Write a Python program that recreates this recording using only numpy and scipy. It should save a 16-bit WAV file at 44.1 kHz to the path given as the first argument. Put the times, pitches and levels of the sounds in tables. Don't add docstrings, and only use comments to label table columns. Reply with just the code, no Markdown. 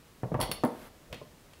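import sys
import numpy as np
from scipy import signal
from scipy.fft import rfft, irfft
from scipy.io import wavfile

SR = 44100
rng = np.random.default_rng(int(sys.argv[2]) if len(sys.argv) > 2 else 0)


def to_wav(sig):
    pcm = np.clip(np.atleast_2d(sig), -1, 1) * 32767
    pcm = np.round(pcm).astype(np.int16)
    wavfile.write(sys.argv[1], SR, pcm.T)


N = 70560
HIT_TIME_S = np.arange(SR * 3 // 5) / SR
CONTACT_S = 0.00074


BOX_MODES = [(120, -20, .17), (146, -19, .14), (222, -22, .16), (250, -18, .2), (324, -20, .15),
             (410, -23, .14), (475, -11, .14), (539, -21, .17), (604, -21, .22), (770, -20, .19),
             (880, -18, .15), (920, -18, .13), (1052, -20, .15)]
BOX_ECHOES = [(.0067, -8), (0.0134, -11.5)]  # delay_s, level_db
CARDBOARD_SPECTRUM = [(40, -48), (120, 6), (300, -4), (600, -3.5), (1000, -5), (1400, -0.5), (3000, 3),
                      (16000, -38)]
CARDBOARD_DECAY = [(50, 0.27), (200, 0.15), (1000, 0.11), (5000, 0.039)]  # freq_hz, t60_s
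LID_KNOCKS = [(0.233, -18, 734, 80, -4.5, 121), (0.3179, -20, 606, 108, -25, 400),
              (0.3426, -18, 1160, 80, 9.5, 129), (0.3916, -19.5, 890, 85, -9, 400),
              (0.4029, -21.5, 1100, 71, 6.5, 994), (0.4134, -34, 1110, 91, 7, 121),
              (0.4275, -22.5, 1070, 593, 5.5, 800), (0.4938, -30.5, 454, 69.6, -31, 127),
              (0.6355, -11.5, 1077, 150, 7.5, 275.4), (0.6548, -15.5, 710, 179, -19, 460),
              (0.6860, -31.5, 1000, 246, 0.5, 595), (1.1271, -41.5, 222, 49.6, 1, 118),
              (1.142, -40.5, 524, 65, 5, 120), (1.214, -39, 335, 75, -6, 120)]
def lid_knock(level_db, top_hz, bottom_hz, ring_db, spot_hz):
    ring = 0
    for k, (hz, mode_db, t60_s) in enumerate(BOX_MODES):
        spot_db = 12.5 * np.exp(-(np.log2(hz / spot_hz) / 0.29) ** 2)
        ring += (-1) ** k * gain(mode_db + spot_db) * mode(hz, t60_s)
    flutter = noise_tail(CARDBOARD_SPECTRUM, CARDBOARD_DECAY, rise_s=0.00053)
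    pulse = np.sin(np.pi * np.minimum(HIT_TIME_S / CONTACT_S, 1))
    pulse /= pulse.sum()
    push = pulse.copy()
    for delay_s, echo_db in BOX_ECHOES:
        add(push, delay_s, gain(echo_db) * pulse)
    blow = gain(ring_db - 31) * ring + gain(-4) * flutter + gain(3) * push
    blow = signal.sosfilt(signal.butter(3, top_hz, fs=SR, output="sos"), blow)
    blow = signal.sosfilt(signal.butter(3, bottom_hz, "high", fs=SR, output="sos"), blow)
    return gain(level_db) * blow * SR / (np.pi * top_hz)


CLASH_SPECTRUM = [(300, 6.5), (1300, 1), (2200, 0.5), (4800, 0), (7100, -15), (9000, -7), (12200, -6.5),
                  (15500, -2.5)]
def steel_spectrum(modes, peak_db=11, q=70):
    freq_hz = np.linspace(0, SR / 2, num=2000)
    peaks = sum(gain(peak_db + mode_db / 2) ** 2 / (1 + (2 * q * (freq_hz / hz - 1)) ** 2)
                for hz, mode_db, _ in modes)
    return np.transpose([freq_hz, curve_at(CLASH_SPECTRUM, freq_hz) + 10 * np.log10(1 + peaks)])


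STEEL_MODES = [(1985, -16, 7, .06), (2870, -8, -2, .11), (3250, 1, -14, .13), (3523, 0, -5, .3),
               (4367, -3, -4, .2), (4490, -2, -4, .14), (5523, -7, -12, .14), (7607, -3, -12, .16),
               (8800, 1, -5, .07), (9270, 1, 3, .19), (9828, -4, 4, .17), (10258, 6, 0, .12),
               (10865, 3, 1, .17), (11680, -7, -1, .1)]
CLASH_DECAY = [(1500, 0.13), (5000, 0.1), (14000, 0.13)]  # freq_hz, t60_s
BASKET_CLINKS = [(0.4027, -17.5, 8.5, 5, 0.21), (0.4126, -2.5, -2, 4, 0.2), (0.4212, -14, -4, -8, 0),
                 (0.4265, -3.5, -15, -20, 0.48), (0.4350, -7, -26, -24, 0.14), (0.515, -.5, 0, -1.5, 0.89),
                 (0.649, -27.5, -1, 15.5, 0.077)]
def basket_clink(level_db, ring_db, treble_db, place, shelf_hz=7100):
    modes = [(hz, rim_db + place * (wall_db - rim_db), t60_s)
             for hz, rim_db, wall_db, t60_s in STEEL_MODES]
    strengths = gain(0.5 * rng.standard_normal(len(modes))) * rng.choice([-1, 1], len(modes))
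    splits_hz = rng.uniform(-59.6, 53.6, len(modes))
    ring = 0
    for (hz, mode_db, t60_s), strength, split_hz in zip(modes, strengths, splits_hz):
        pair = mode(hz, t60_s) + gain(-7.5) * mode(hz + split_hz, t60_s)
        ring += strength * gain(mode_db) * pair
    spectrum = steel_spectrum(modes)
    snap = noise_burst(spectrum, decay_s=0.003)
    clash = noise_tail(spectrum, CLASH_DECAY, rise_s=0.00032)
    clink = gain(ring_db - 44.5) * ring + gain(-6) * clash + gain(-5) * snap
    low = signal.lfilter(*signal.butter(1, shelf_hz, fs=SR), clink)
    return gain(level_db) * (low + gain(treble_db) * (clink - low))


GRIP_MODES = [(994, -1, .075), (1137, -3.5, 0.083)]  # pitch_hz, level_db, t60_s
TICK_SPECTRUM = [(2000, 5), (15000, -10)]  # freq_hz, density_db
EDGE_RAPS = [(0.343, -29, -30.5), (0.401, -28.5, -26), (0.637, -40, -16)]  # start_s, grip_db, tick_db
def edge_rap(grip_db, tick_db):
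    tick = noise_burst(TICK_SPECTRUM, decay_s=0.0029)
    return gain(grip_db) * struck_modes(GRIP_MODES) + gain(tick_db) * tick


PLASTIC_SPECTRUM = [(600, 4.5), (950, 3), (1400, 5), (3000, 4.5), (5000, -4), (16000, -14)]  # freq_hz, density_db
PLASTIC_DECAY = [(2500, 0.051), (14000, 0.027)]  # freq_hz, t60_s
SCOOP_TAPS = [(1.127, -8), (1.1364, -30), (1.1429, -15), (1.534, -22)]  # start_s, level_db
def scoop_tap(level_db):
    return gain(level_db) * noise_tail(PLASTIC_SPECTRUM, PLASTIC_DECAY, rise_s=0.0003) / 2


HANDLE_MODES = [(448, -3, 0.093), (592, 3, 0.053), (1040, -4, 0.051)]  # pitch_hz, level_db, t60_s
HANDLE_BOUNCES = [(1.2140, -39.5), (1.2262, -58)]  # start_s, level_db
def handle_bounce(level_db):
    return gain(level_db) * struck_modes(HANDLE_MODES)


SKIN_SPECTRUM = [(1200, 8), (3000, -1.5), (7000, -11), (12000, -5.5), (16000, -11)]  # freq_hz, density_db
SLIDE_LEVELS = [(.68, -61), (.77, -54.5), (.83, -52.5), (.872, -52.5), (.89, -59)]  # time_s, level_db
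def hand_slide():
    return noise(SKIN_SPECTRUM, N) * envelope(SLIDE_LEVELS)


FLEX_SPECTRUM = [(15, -30), (35, -6.5), (85, -9), (140, -27), (600, -13.5), (4000, -85)]  # freq_hz, density_db
FLEX_LEVELS = [(.235, -61), (.265, -51), (.42, -40), (.52, -51), (.59, -49.5), (.65, -63), (1.08, -66.5),
               (1.125, -44.5), (1.19, -60), (1.35, -69)]
def lid_flex():
    return noise(FLEX_SPECTRUM, N) * envelope(FLEX_LEVELS)


ROOM_SPECTRUM = [(50, -32), (200, 0), (4500, 2.5), (8000, -1.5), (16000, -6.5)]  # freq_hz, density_db
ROOM_DECAY = [(100, 0.41), (500, 0.45), (2000, 0.32), (5000, 0.39), (14000, 0.23)]  # freq_hz, t60_s
def in_room(source, hits, wet_db):
    direct = np.zeros(N)
    for start_s, *settings in hits:
        add(direct, start_s, source(*settings))
    response = noise_tail(ROOM_SPECTRUM, ROOM_DECAY, rise_s=0.015)
    return direct + gain(wet_db) * signal.fftconvolve(direct, response)[:N]


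BACKGROUND_SPECTRUM = [(12, -32), (25, -2.5), (160, -5.5), (450, -12), (800, -16.5), (16000, -31.5)]  # freq_hz, density_db
def room_tone():
    return gain(-57) * noise(BACKGROUND_SPECTRUM, N)


def gain(db):
    return 10 ** (np.asarray(db) / 20)


def curve_at(points, hz):
    freq_hz, values = np.transpose(points)
    return np.interp(np.log(hz + 1), np.log(freq_hz + 1), values)


def envelope(points):
    time_s, level_db = np.transpose(points)
    return gain(np.interp(np.arange(N) / SR, time_s, level_db, left=-120, right=-120))


def add(mix, start_s, sound):
    part = mix[round(start_s * SR):][:len(sound)]
    part += sound[:len(part)]


def unit_energy(sound):
    return sound / np.sqrt(np.sum(sound ** 2) + 1e-20)


def noise(spectrum, size):
    shape = gain(curve_at(spectrum, np.fft.rfftfreq(size, 1 / SR)))
    bins = rfft(rng.standard_normal(size)) * shape
    return unit_energy(irfft(bins, size)) * np.sqrt(size)


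def noise_burst(spectrum, decay_s):
    return unit_energy(noise(spectrum, len(HIT_TIME_S)) * np.exp(-HIT_TIME_S / decay_s))


def noise_tail(spectrum, decay, rise_s):
    hz, time_s, bands = signal.stft(noise(spectrum, len(HIT_TIME_S)), SR, nperseg=256)
    bands *= 1000.0 ** (-time_s / curve_at(decay, hz)[:, None])
    tail = signal.istft(bands, SR, nperseg=256)[1][:len(HIT_TIME_S)]
    return unit_energy(tail * (1 - np.exp(-HIT_TIME_S / rise_s)))


def mode(hz, t60_s):
    return np.cos(2 * np.pi * hz * HIT_TIME_S) * 1000.0 ** (-HIT_TIME_S / t60_s)


def struck_modes(modes):
    ring = sum(gain(level_db) * mode(hz, t60_s) for hz, level_db, t60_s in modes)
    return ring * (1 - np.exp(-HIT_TIME_S / CONTACT_S))


def scene():
    knocks_and_clinks = in_room(lid_knock, LID_KNOCKS, wet_db=-13)
    knocks_and_clinks += in_room(edge_rap, EDGE_RAPS, wet_db=-13)
    knocks_and_clinks += in_room(basket_clink, BASKET_CLINKS, wet_db=-11)
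    scoop = in_room(scoop_tap, SCOOP_TAPS, wet_db=-9)
    scoop += in_room(handle_bounce, HANDLE_BOUNCES, wet_db=-13)
    return (knocks_and_clinks + scoop + hand_slide() + lid_flex() + room_tone())[None]


def record(dry):
    lowpass = signal.firwin(511, 15800, window=("kaiser", 9), fs=SR)
    return signal.oaconvolve(dry, lowpass[None], "same")


dry = scene()
out = record(dry)
to_wav(out)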